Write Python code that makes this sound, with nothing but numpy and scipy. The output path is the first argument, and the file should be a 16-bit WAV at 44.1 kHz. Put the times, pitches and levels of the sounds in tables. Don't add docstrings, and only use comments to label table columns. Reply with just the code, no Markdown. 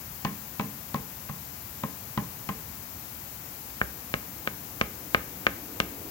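import sys
import numpy as np
from scipy import signal
from scipy.fft import rfft, irfft
from scipy.io import wavfile

SR = 44100
rng = np.random.default_rng(int(sys.argv[2]) if len(sys.argv) > 2 else 0)


def put_to_file(sound):
    columns = np.atleast_2d(sound).T
    safe = np.clip(columns, -1, 1)
    whole_steps = np.round(safe * 32767)
    wavfile.write(sys.argv[1], SR, whole_steps.astype(np.int16))


N = 269230

# (frequency [Hz], relative level per Hz [dB])
RUMBLE_SPECTRUM = [(20, -5), (40, -11), (62, 4), (110, 3), (160, 1), (240, -2.5), (380, -10), (600, -11.5),
                   (900, -10), (1300, -25), (2200, -25.5), (4000, -31), (9000, -46)]
# (frequency [Hz], relative level per Hz [dB])
VEHICLE_SPECTRUM = [(100, -38), (200, -3), (305, 4.5), (390, -5), (470, -3), (600, -9), (760, -7.5),
                    (1400, -22), (3000, -28), (8000, -76)]
# (frequency [Hz], relative level per Hz [dB])
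HISS_SPECTRUM = [(100, -31.5), (1000, -5.5), (2400, -8), (3500, -11), (5000, -8.5), (7200, -6.5),
                 (8700, -14), (10500, -7.5), (12800, -0.5), (15800, 1)]
# (frequency [Hz], gain [dB])
HISS_RIGHT_RESPONSE = [(1000, -2.5), (4000, -13.5), (8000, -31), (11000, -24.5), (15000, -14)]
# (frequency [Hz], coherence [0-1])
PORT_COHERENCE = [(60, 0.98), (250, 0.91), (600, 0.53), (1200, 0.061), (3000, 0.04)]
# (frequency [Hz], t60 [s])
GARAGE_DECAY = [(100, 0.4), (260, 0.37), (700, 0.23), (1840, 0.42), (3500, 0.33), (8000, .08)]
# (frequency [Hz], gain [dB])
GARAGE_SEND = [(80, -0.5), (200, -4), (400, 2), (1000, -8.5), (2000, -9), (4000, -12), (9000, -18)]
# (nominal delay [s], gain [dB])
NEAR_ECHOES = [(.0031, -15.5), (.0056, -13), (.0093, -26), (0.0139, -29)]
# (frequency [Hz], gain [dB])
FAR_PORT_RESPONSE = [(100, 7), (250, 4), (600, 2.5), (1100, -3.5), (2000, 6), (3500, -17), (7000, -17.5),
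                     (15000, -15.5)]
# (frequency [Hz], t60 [s], struck on side [dB], struck on front [dB])
BLOCK_MODES = [(63.5, 0.39, -57, -43.5), (102, 0.076, -57, -29.5), (143.2, 0.067, -24, -30),
               (179.7, 0.24, -35.5, -38.5), (206, 0.096, -24, -32.5), (255, 0.31, -45.5, -61),
               (280.4, 0.3, -40, -78)]
# (frequency [Hz], t60 [s], struck on side [dB], struck on front [dB])
COVER_MODES = [(443, 0.21, -43, -39), (547, 0.029, -30, -20), (665, 0.026, -33, -23.5),
               (811, 0.046, -25.5, -27.5), (1013, 0.041, -15.5, -69), (1075, 0.053, -20.5, -23),
               (1243, 0.025, -25, -12), (1534, 0.015, -24.5, -14.5), (1634, 0.011, -39, -13),
               (1780, 0.022, -45, -19.5), (2103, 0.011, -20.5, -11.5), (2260, 0.014, -27, -10),
               (2785, 0.0082, -27, -9.5), (3100, 0.011, -25, -28), (4120, 0.0096, -32, -33),
               (5530, 0.013, -39, -25)]
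# (frequency [Hz], relative level [dB])
CLATTER_SPECTRUM = [(150, -52), (400, -2), (900, -6.5), (1400, 1), (2600, 6.5), (4000, -3), (7000, -7.5),
                    (12000, -23)]
# (time [s], relative level [dB], contact scale [ms])
RIM_TICKS = [(0.6097, -13, 0.12), (0.9593, -14, 0.079), (1.2897, -0.5, 0.62), (2.4886, -4.5, 0.38)]
# (time [s], force [dB], contact scale [ms], thud of the block [dB], thin panel [dB])
BLOWS = [(0.2489, 1, 0.36, 0.5, -1), (0.5959, -0.5, 0.42, 1.5, 0), (0.943, 0, 0.46, -0.5, -7),
         (1.2947, -12, 0.41, 14.5, -3), (1.8356, -2.5, 0.51, 2.5, 1), (2.1753, -0.5, 0.44, 3.5, -1.5),
         (2.4897, -4.5, 0.29, 4, 6), (3.815, -8.5, 0.51, 11, 14.5), (4.1400, -7, .23, 5, 0),
         (4.4746, -8, 0.27, 0.5, 3), (4.8129, -2, 0.24, 3.5, -2), (5.1468, 0, 0.31, 1.5, 3),
         (5.4673, -2.5, 0.27, 0.5, 5.5), (5.802, -4, 0.1, 4.5, -1.5)]

RUMBLE_DB, RUMBLE_WAVER_DB, WAVER_STEP_S = -48, 0.8, 0.406
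VEHICLE_START_DB, VEHICLE_RISE_DB_PER_S = -79, 5.5
HISS_DB = -38.5
TOP_EDGE_HZ = 15950

TURN_S = 3.2
SIDE_PLACE, FRONT_PLACE = 0.072, 0.9
SIDE_PAN_DB, FRONT_PAN_DB = 3.5, 2.6
PANEL_HZ, PANEL_OCTAVES = 1660, 0.28
SHOVE_MS, SHOVE_DOUBLING_DB = 2.21, 9
SLAP_SHARE = 0.41
ROCK_DELAY_S, ROCK_DB, ROCK_CONTACT_MS = 0.064, -13.5, 4.9


def amp(db):
    return 10 ** (np.asarray(db) / 20)


def read(points, hz):
    f, value = np.transpose(points)
    return np.interp(np.log(hz + 1), np.log(f + 1), value)


def add(mix, s, sound):
    part = mix[..., round(s * SR):][..., :sound.shape[-1]]
    part += sound[..., :part.shape[-1]]


def colour(x, points):
    log_gain = np.log(amp(read(points, abs(np.fft.fftfreq(2048, 1 / SR)))))
    taps = np.fft.ifft(np.exp(np.conj(signal.hilbert(log_gain)))).real
    return signal.fftconvolve(x, taps)[:len(x)]


def fade(t, t60):
    return np.exp(-np.log(1000) * t / t60)


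def noise(points):
    hz = np.fft.rfftfreq(N, 1 / SR)
    spectrum = rfft(rng.standard_normal(N)) * amp(read(points, hz))
    x = irfft(spectrum * (hz < TOP_EDGE_HZ), N)
    return x / x.std()


def diffuse(points):
    same = read(PORT_COHERENCE, np.fft.rfftfreq(N, 1 / SR))
    left, other = noise(points), noise(points)
    right = irfft(same * rfft(left) + np.sqrt(1 - same ** 2) * rfft(other), N)
    return np.array([left, right])


def room_rumble():
    t = np.arange(N) / SR
    waver = np.interp(t / WAVER_STEP_S, np.arange(N), rng.standard_normal(N))
    return diffuse(RUMBLE_SPECTRUM) * amp(RUMBLE_DB + RUMBLE_WAVER_DB * waver)


def distant_vehicle():
    t = np.arange(N) / SR
    return diffuse(VEHICLE_SPECTRUM) * amp(VEHICLE_START_DB + VEHICLE_RISE_DB_PER_S * t)


def microphone_hiss():
    left = noise(HISS_SPECTRUM)
    right = colour(noise(HISS_SPECTRUM), HISS_RIGHT_RESPONSE)
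    return np.array([left, right]) * amp(HISS_DB)


def background():
    balance_db = [[-0.6], [0.6]]
    return (room_rumble() + distant_vehicle()) * amp(balance_db) + microphone_hiss()


def garage(x):
    hz, t, z = signal.stft(rng.standard_normal((2, SR // 2)), SR, nperseg=256)
    same = read(PORT_COHERENCE, hz)[:, None]
    z[1] = same * z[0] + np.sqrt(1 - same ** 2) * z[1]
    t60 = read(GARAGE_DECAY, hz)[:, None]
    decay = fade(t, t60) * np.sqrt(2 * np.log(1000) / (t60 * SR))
    build_up = 1 - np.exp(-t / 0.0059)
    send = amp(read(GARAGE_SEND, hz))[:, None]
    tail = signal.istft(z * decay * build_up * send, SR, nperseg=256)[1]
    blur = np.hanning(9) / np.hanning(9).sum()
    for delay_s, db in NEAR_ECHOES:
        add(tail, delay_s * rng.uniform(0.9, 1.1), amp(db) * blur)
    return signal.fftconvolve(x[None], tail, axes=1)


def ports(x, lag_s, pan_db):
    hz = np.fft.rfftfreq(len(x), 1 / SR)
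    delay = np.exp(-2j * np.pi * hz * lag_s)
    right = irfft(rfft(colour(x, FAR_PORT_RESPONSE)) * delay, len(x))
    return np.array([x * amp(pan_db / 2), right * amp(-pan_db / 2)])


def ring(modes, place, panel_db, spread_db, detune):
    t = np.arange(SR // 3) / SR
    hz, t60, side_db, front_db = np.transpose(modes)[:, :, None]
    level, pitch = rng.standard_normal((2, len(modes), 1))
    db = side_db + place * (front_db - side_db) + spread_db * level
    db += panel_db * np.exp(-(np.log2(hz / PANEL_HZ) / PANEL_OCTAVES) ** 2)
    polarity = (-1 if place < 0.5 else 1) ** np.arange(len(modes))[:, None]
    swing = np.cos(2 * np.pi * hz * (1 + detune * pitch) * t)
    return -np.sum(polarity * amp(db) * fade(t, t60) * swing, 0)


def clatter(db, t60):
    t = np.arange(SR // 3) / SR
    burst = colour(rng.standard_normal(len(t)), CLATTER_SPECTRUM)
    return amp(db) * burst / burst.std() * fade(t, t60)


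def disperse(x):
    r = np.exp(-2 * np.pi * 350 / SR)
    return signal.lfilter([r, -1], [1, -r], x)


def press(x, contact_ms):
    u = np.arange(512) / SR * 1000 / contact_ms
    force = u ** 2 * np.exp(-(u / 0.4) ** 2)
    return np.convolve(x, force / force.sum())[:len(x)]


def rim_ticks():
    out = np.zeros((2, N))
    for s, db, contact_ms in RIM_TICKS:
        tick = amp(db) * press(clatter(db=-23, t60=0.018), contact_ms)
        add(out, s, ports(tick, lag_s=0, pan_db=14))
    return out


def mallet_blows():
    out = np.zeros((2, N))
    for s, force_db, contact_ms, thud_db, panel_db in BLOWS:
        on_side = s < TURN_S
        place, pan_db = (SIDE_PLACE, SIDE_PAN_DB) if on_side else (FRONT_PLACE, FRONT_PAN_DB)
        cover = ring(COVER_MODES, place, panel_db, spread_db=1.2, detune=0.005)
        block = ring(BLOCK_MODES, place, panel_db=0, spread_db=0.8, detune=0.015)
        metal = press(disperse(cover) + clatter(db=-32.5, t60=0.17), contact_ms)
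        slap = press(np.gradient(clatter(db=-17, t60=0.015)), SLAP_SHARE * contact_ms)
        shove_ms = SHOVE_MS * 2 ** (thud_db / SHOVE_DOUBLING_DB)
        thud = amp(thud_db) * press(block, shove_ms)
        knock = amp(force_db) * (metal + slap + thud)
        add(out, s, ports(knock, lag_s=0.00001 + 0.00014 * place, pan_db=pan_db))
        add(out, s, amp(-6 * place) * garage(knock))
        if on_side:
            rock = amp(force_db + ROCK_DB) * press(block, ROCK_CONTACT_MS)
            add(out, s + ROCK_DELAY_S, rock)
    return out


def scene():
    return background() + rim_ticks() + mallet_blows()


def record(dry):
    x = signal.sosfilt(signal.butter(2, 35, "high", fs=SR, output="sos"), dry)
    low_pass = signal.firwin(511, TOP_EDGE_HZ, window=("kaiser", 9), fs=SR)
    return signal.oaconvolve(x, low_pass[None], "same")


dry = scene()
out = record(dry)
put_to_file(out)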